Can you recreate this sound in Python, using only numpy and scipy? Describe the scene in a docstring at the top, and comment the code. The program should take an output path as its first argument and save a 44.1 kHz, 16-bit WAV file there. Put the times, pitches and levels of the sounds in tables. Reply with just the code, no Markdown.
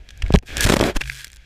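"""Wind rumbles and snow flicks the plastic housing of a body-worn camera as a rider crashes in powder.
The board hisses by sliding friction, loose gear clacks, and a hard landing knocks and thuds on the shell.
Snow crunches as it fractures, sprays over the housing and scrapes along it by stick and slip.
After a last bump the mount shudders in its damped modes and a few loose clumps patter down."""
import sys
import numpy as np
from scipy.fft import rfft, irfft, next_fast_len
from scipy.io import wavfile
from scipy.ndimage import map_coordinates

SR = 44100
rng = np.random.default_rng(int(sys.argv[2]) if len(sys.argv) > 2 else 0)


def generate_wav(signal):
    """Clip the signal to [-1, 1] and save it as 16-bit WAV at the path in sys.argv[1]."""
    frames = np.transpose(np.atleast_2d(signal))
    scaled = np.clip(frames, -1, 1) * 32767
    pcm = np.round(scaled).astype(np.int16)
    wavfile.write(sys.argv[1], SR, pcm)


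N = 63945


def amp(db):
    """Decibels to amplitude gain."""
    return 10 ** (np.asarray(db) / 20)


def unit(x):
    """Normalisation to rms 1."""
    return x / np.sqrt(np.mean(x ** 2) + 1e-20)


def unit_power(response):
    """Normalisation to a mean power gain of 1."""
    return response / np.sqrt(np.mean(np.abs(response) ** 2))


def clock():
    """Time of every sample in seconds."""
    return np.arange(N) / SR


def level(points):
    """Gain envelope interpolated through (s, dB) points."""
    return amp(np.interp(clock(), *np.transpose(points)))


def swell(peak_s, rise_s, fall_s):
    """Exponential growth to a peak, then exponential decay."""
    t = clock() - peak_s
    return np.exp(np.minimum(t / rise_s, -t / fall_s))


def filtered(x, response):
    """Linear filtering: the spectrum of x times a complex frequency response."""
    size = 2 * next_fast_len(N // 2 + 4096)
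    hz = np.fft.rfftfreq(size, 1 / SR)
    return irfft(rfft(x, size) * response(hz), size)[:N]


def colour(points, hz, tilt_db=0, tilt_from_hz=3200):
    """Minimum-phase response of unit power through (Hz, dB) points, its treble tilted per octave."""
    point_hz, point_db = np.transpose(points)
    octave = np.log2(np.clip(hz, point_hz[0], point_hz[-1]))
    tilt = tilt_db * np.maximum(octave - np.log2(tilt_from_hz), 0)
    gain = amp(np.interp(octave, np.log2(point_hz), point_db) + tilt)
    cepstrum = irfft(np.log(gain))
    half = len(cepstrum) // 2
    cepstrum[1:half] *= 2  # folding onto positive time makes the response causal
    cepstrum[half + 1:] = 0
    return unit_power(np.exp(rfft(cepstrum)))


def resonances(modes, hz):
    """Superposition of second-order band-pass resonators given as (Hz, width Hz, dB)."""
    return sum(amp(db) * 1j * hz * width / (centre ** 2 - hz ** 2 + 1j * hz * width)
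               for centre, width, db in modes)


def ringing(modes, start_s, rise_s):
    """Free vibration: damped sinusoids given as (Hz, dB, seconds to fall 60 dB)."""
    t = np.maximum(clock() - start_s, 0)
    onset = 1 - np.exp(-t / rise_s)
    return onset * sum(amp(db - 60 * t / t60) * np.sin(2 * np.pi * hz * t) for hz, db, t60 in modes)


def grains(per_s, bed_db):
    """Shot noise of snow grains on a bed of white noise, rms 1."""
    struck = rng.random(N) < per_s / SR
    impulses = unit(struck * rng.standard_normal(N))
    return unit(impulses + amp(bed_db) * rng.standard_normal(N))


def fits(per_s=450, swing_db=3.5):
    """Random amplitude modulation, rms 1, of snow that holds and gives way."""
    knots = np.clip(rng.standard_normal(int(N * per_s / SR) + 4), -1.5, 1.5)
    return unit(amp(swing_db * map_coordinates(knots, [clock() * per_s])))


def burst(peak_s, decay_s, snap_db=4):
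    """A rough contact: one impulse, then decaying noise of fine crumbling."""
    snap = amp(snap_db) * (np.arange(N) == round(peak_s * SR))
    return snap + swell(peak_s, rise_s=0.00035, fall_s=decay_s) * rng.standard_normal(N)


# Strength of the wind. Each row: time in seconds, level in dB.
WIND_LEVELS = [(0, -41), (.14, -41), (.22, -32.5), (.3, -28), (.38, -19.5), (.41, -48), (.48, -37.5),
               (.55, -30), (.68, -23.5), (.83, -30), (.9, -41), (1.1, -41.5), (1.2, -50.5), (1.45, -44.5)]
# Spectrum of the wind. Each row: frequency in Hz, relative level in dB.
WIND_SPECTRUM = [(15, -9), (35, 0), (60, 1), (100, -13.5), (170, -22), (300, -36.5), (800, -37),
                 (3000, -110)]


def wind():
    """Turbulence: pressure fluctuations buffet the housing with a low rumble."""
    rumble = filtered(rng.standard_normal(N), lambda hz: colour(WIND_SPECTRUM, hz))
    return level(WIND_LEVELS) * unit(rumble)


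# Strength of the housing's scrape through snow. Each row: time in seconds, level in dB.
PLOUGH_LEVELS = [(0, -58.5), (.21, -75), (.24, -41), (.29, -53), (.41, -82), (.465, -74), (.495, -44),
                 (.6, -32.5), (.7, -33), (.755, -36.5), (.785, -32), (.805, -25.5), (.823, -32),
                 (.838, -16), (.875, -20), (.905, -23), (.935, -48), (1.05, -65), (1.45, -78)]
# Spectrum of packed snow. Each row: frequency in Hz, relative level in dB.
PACKED_SPECTRUM = [(60, -5), (200, 0.5), (400, 0.5), (600, -3.5), (1000, -11.5), (1800, -15), (4000, -25),
                   (8000, -38), (15000, -39.5)]


def plough():
    """Stick-slip friction: packed snow catches and releases on the housing in a dull, coarse scrape."""
    slips = level(PLOUGH_LEVELS) * grains(per_s=1500, bed_db=-9.5)
    return filtered(slips, lambda hz: colour(PACKED_SPECTRUM, hz))


# Modes of the plastic shell. 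Each row: frequency in Hz, bandwidth in Hz, gain in dB.
HOUSING_MODES = [(1632, 120, 6.5), (2400, 280, -9), (3306, 108, 2.5), (7440, 79, -4)]


def housing(hz, coupling_db=0):
    """Resonance: the shell adds a few narrow bands to the sound passing through it."""
    return 1 + amp(coupling_db) * resonances(HOUSING_MODES, hz)


# Strength of the board's hiss. Each row: time in seconds, level in dB.
SLIDE_LEVELS = [(0, -62.5), (.19, -56), (.235, -53.5), (.33, -47), (.365, -56), (.4, -77.5), (.452, -71),
                (.46, -66), (.482, -41), (.55, -39.5), (.6, -31), (.645, -29), (.67, -56.5), (.9, -33),
                (.94, -62), (1.0, -58), (1.06, -62), (1.2, -44.5), (1.3, -59.5), (1.45, -58)]
# Spectrum of that hiss. Each row: frequency in Hz, relative level in dB.
SLIDE_SPECTRUM = [(300, -19), (1100, -17.5), (1600, -6), (2300, -1.5), (4300, -10), (6500, -14.5),
                  (9000, -23.5), (15000, -30)]


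def slide():
    """Sliding friction: the board on snow makes a smooth hiss, heard through the shell."""
    hiss = level(SLIDE_LEVELS) * rng.standard_normal(N)
    return filtered(hiss, lambda hz: colour(SLIDE_SPECTRUM, hz) * housing(hz))


# Snow clumps striking the shell. Each row: time in seconds, level in dB, decay in seconds,
# treble tilt in dB per octave.
CLUMP_HITS = [(0.0897, -34.5, 0.0024, -4), (0.1059, -37.5, 0.0035, 0), (0.1758, -38.5, 0.00055, 7),
              (0.2229, -23, 0.0019, -3), (.2815, -36, 0.0014, -1), (.324, -25, 0.0013, 0),
              (0.339, -13, 0.0015, -6.5), (0.3591, -10, 0.00081, -8.5), (0.371, -42, 0.0031, 5),
              (.388, -28.5, 0.00073, 3), (0.5698, -9.5, 0.0012, -1), (0.574, -26, 0.00057, 6),
              (0.58, -19, 0.0021, 3.5), (0.6078, -10.5, 0.0027, 6.5), (0.7929, -17, 0.00034, -2.5),
              (0.796, -16, 0.00037, 2), (0.811, -11, 0.00069, -0.5), (.839, -13.5, 0.00067, -2),
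              (1.245, -22, 0.0021, 4), (1.27, -31.5, 0.0012, -1), (1.28, -35.5, 0.00096, 5),
              (1.302, -38.5, 0.00084, 4), (1.318, -39, 0.00088, 8), (1.3312, -32, 0.00077, 1.5),
              (1.34, -42, 0.00079, 2), (1.3481, -43, .0007, 14), (1.361, -36.5, 0.0012, 4),
              (1.369, -34.5, 0.00051, 0.5)]
# Spectrum of a brief contact. Each row: frequency in Hz, relative level in dB.
CONTACT_SPECTRUM = [(200, -8.5), (1050, -15), (1600, -3), (2500, -2), (4200, -4.5), (7300, -8),
                    (11000, -19.5), (15000, -25)]


def clumps():
    """Inelastic impact: each clump bursts on the shell with its own brightness."""
    hits = sum(filtered(amp(db) * burst(s, decay), lambda hz: colour(CONTACT_SPECTRUM, hz, tilt_db))
               for s, db, decay, tilt_db in CLUMP_HITS)
    return filtered(hits, lambda hz: housing(hz, coupling_db=-8))


# Loose plastic gear colliding. 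Each row: time in seconds, level in dB, decay in seconds, pitch ratio.
GEAR_HITS = [(0.2216, -23, 0.0034, 1.11), (0.2635, -30.5, 0.0019, 1.04), (1.0104, -17.5, 0.0022, 1.03),
             (1.0151, -17, 0.0033, 0.96), (1.037, -28.5, 0.0024, 1.12), (1.057, -24, 0.0019, 0.81),
             (1.075, -30, 0.0032, 1.05), (1.0984, -11.5, 0.001, 0.97), (1.118, -26.5, 0.0013, 0.94)]
# Modes of the gear. Each row: frequency in Hz, bandwidth in Hz, relative gain in dB.
GEAR_MODES = [(1705, 400, 0.5), (2150, 280, 3), (2440, 180, 2), (3560, 170, -13)]


def clacks():
    """Impact excitation: rough contacts ring the gear, higher or lower with the spot that is struck."""
    def ring(hz, pitch):
        return unit_power(resonances(GEAR_MODES, hz / pitch) * colour(CONTACT_SPECTRUM, hz))
    return sum(filtered(amp(db) * burst(s, decay), lambda hz: ring(hz, pitch))
               for s, db, decay, pitch in GEAR_HITS)


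def leaky(pressure, corner_hz):
    """First-order high-pass: pressure on the microphone leaks away and swings back."""
    return filtered(pressure, lambda hz: 1j * hz / (corner_hz + 1j * hz))


# Soft pushes on the microphone. Each row: peak time in seconds, level in dB, half width in seconds.
SHOVE_PULSES = [(0.241, -8, 0.0041), (0.263, -12, 0.0043), (0.315, -13, 0.0034), (0.375, -12.5, 0.0017),
                (0.654, -3, 0.0026), (0.673, -9.5, 0.0022), (.966, -8, 0.0072)]


def shoves():
    """Slow compression: air and snow press on the microphone in Gaussian pulses."""
    pressure = sum(amp(db) * np.exp(-((clock() - s) / width) ** 2) for s, db, width in SHOVE_PULSES)
    return leaky(pressure, corner_hz=12.6)


# Hard blows on the housing. Each row: start in seconds, level in dB, rise time in seconds.
KNOCK_PULSES = [(0.3051, -4.5, 0.00063), (.34, -1, 0.00098), (.343, 4, 0.0003), (0.3476, 1.5, 0.00088),
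                (0.353, -4, 0.00046), (0.7023, -0.5, 0.00052), (.801, -2, 0.00031), (.81, -2.5, 0.00057),
                (0.8268, -1.5, 0.00048), (0.8303, -4.5, 0.00032)]


def knocks():
    """Impulsive loading: each blow is one short push of pressure with no ring."""
    pressure = np.zeros(N)
    for start, db, rise in KNOCK_PULSES:
        age = np.maximum(clock() - start, 0) / rise
        pressure += amp(db) * (age * np.exp(1 - age)) ** 2
    return leaky(pressure, corner_hz=67.6)


# Modes of the landing thud. Each row: frequency in Hz, level in dB, seconds to fall 60 dB.
THUD_MODES = [(75, 1.4, 0.066), (184.6, 0.55, 0.044)]


def thud():
    """Heavy damping: the landing excites low, hollow modes of the camera that die quickly."""
    return ringing(THUD_MODES, start_s=0.3405, rise_s=0.0017)


# Snow collapsing under the housing. Each row: peak time in seconds, level in dB, rise in seconds,
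# fall in seconds, level of the dull body relative to the crisp grains in dB.
COLLAPSES = [(0.353, -22.5, 0.005, 0.0025, 11.5), (0.427, -57.5, 0.0012, 0.0091, 18),
             (0.652, -21, 0.0035, 0.00059, 3.5), (0.663, -17, 0.001, 0.0026, 5.5),
             (0.672, -15, 0.0023, 0.004, -10.5), (0.69, -16.5, 0.0025, 0.0048, -3),
             (.7, -15.5, 0.0056, 0.0061, -2), (0.7237, -19, 0.0029, 0.003, 6.5),
             (0.7412, -17.5, 0.0073, 0.0021, 6.5), (0.761, -21, 0.00081, 0.0061, 0),
             (0.7675, -20.5, 0.0032, 0.0021, 8.5), (0.8125, -20.5, 0.0017, 0.0036, 14),
             (0.966, -16.5, 0.0053, 0.0036, -2), (1.014, -23.5, 0.0046, 0.0051, -10)]
# Spectrum of the crisp grains. Each row: frequency in Hz, relative level in dB.
CRISP_SPECTRUM = [(200, 0), (900, -2.5), (1500, 3), (2600, -2), (4500, -6.5), (7500, -9.5), (11000, -15),
                  (15000, -25)]


def crunches():
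    """Brittle fracture: snow under growing load lets go in fits, bright grains over a duller body."""
    crisp_gain = sum(amp(db) * swell(s, rise, fall) for s, db, rise, fall, _ in COLLAPSES)
    body_gain = sum(amp(db + body_db) * swell(s, rise, fall) for s, db, rise, fall, body_db in COLLAPSES)
    breaking = fits()
    crisp = breaking * crisp_gain * grains(per_s=3000, bed_db=1.5)
    body = breaking * body_gain * grains(per_s=3000, bed_db=2.0)
    return (filtered(crisp, lambda hz: colour(CRISP_SPECTRUM, hz))
            + filtered(body, lambda hz: colour(PACKED_SPECTRUM, hz)))


# Strength of the powder spray. Each row: time in seconds, level in dB.
SPRAY_LEVELS = [(.44, -93), (.465, -46.5), (.56, -64), (.612, -42), (.626, -21), (.652, -21), (.657, -39),
                (.745, -29.5), (.755, -46.5), (.87, -32.5), (.94, -74), (1.06, -44), (1.22, -40.5),
                (1.28, -63), (1.4, -84)]
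# Spectrum of the spray. Each row: frequency in Hz, relative level in dB.
SPRAY_SPECTRUM = [(300, -16.5), (1100, -13.5), (1600, -0.5), (2500, -2), (4300, -1), (7800, -3.5),
                  (10000, -7.5), (15000, -14.5)]


def spray():
    """Shot noise: dense impacts of fine snow on the shell merge into uneven flurries of hiss."""
    stream = level(SPRAY_LEVELS) * fits() * grains(per_s=10000, bed_db=-4)
    return filtered(stream, lambda hz: colour(SPRAY_SPECTRUM, hz) * housing(hz))


def rasp(centre_hz=1680, width_hz=140, level_db=-23):
    """Forced resonance: crusted snow scrapes ever harder and sets one narrow band of the shell singing."""
    band = filtered(rng.standard_normal(N), lambda hz: resonances([(centre_hz, width_hz, 0)], hz))
    return amp(level_db) * swell(peak_s=0.62, rise_s=0.03, fall_s=0.01) * unit(band)


# Modes of the camera mount. Each row: frequency in Hz, level in dB, seconds to fall 60 dB.
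MOUNT_MODES = [(56.1, -18.5, 0.35), (132.2, -26, 0.48)]


def shudder():
    """Elastic recoil: the mount springs free of the snow and vibrates in two lightly damped modes."""
    return ringing(MOUNT_MODES, start_s=1.015, rise_s=0.041)


def scene():
    """Free-field superposition: all sources add at one microphone, and open snow gives no echo."""
    impacts = clumps() + clacks() + shoves() + knocks() + thud()
    snow = crunches() + slide() + rasp() + spray() + plough()
    return (impacts + snow + wind() + shudder())[None]


def record(dry, knee=9, top_hz=15250):
    """Saturation and band limiting: the camera rounds off peaks at full scale and cuts the top treble."""
    saturated = dry[0] / (1 + np.abs(dry[0]) ** knee) ** (1 / knee)
    return filtered(saturated, lambda hz: 1 / (1 + (hz / top_hz) ** 120))[None]


dry = scene()
out = record(dry)
generate_wav(out)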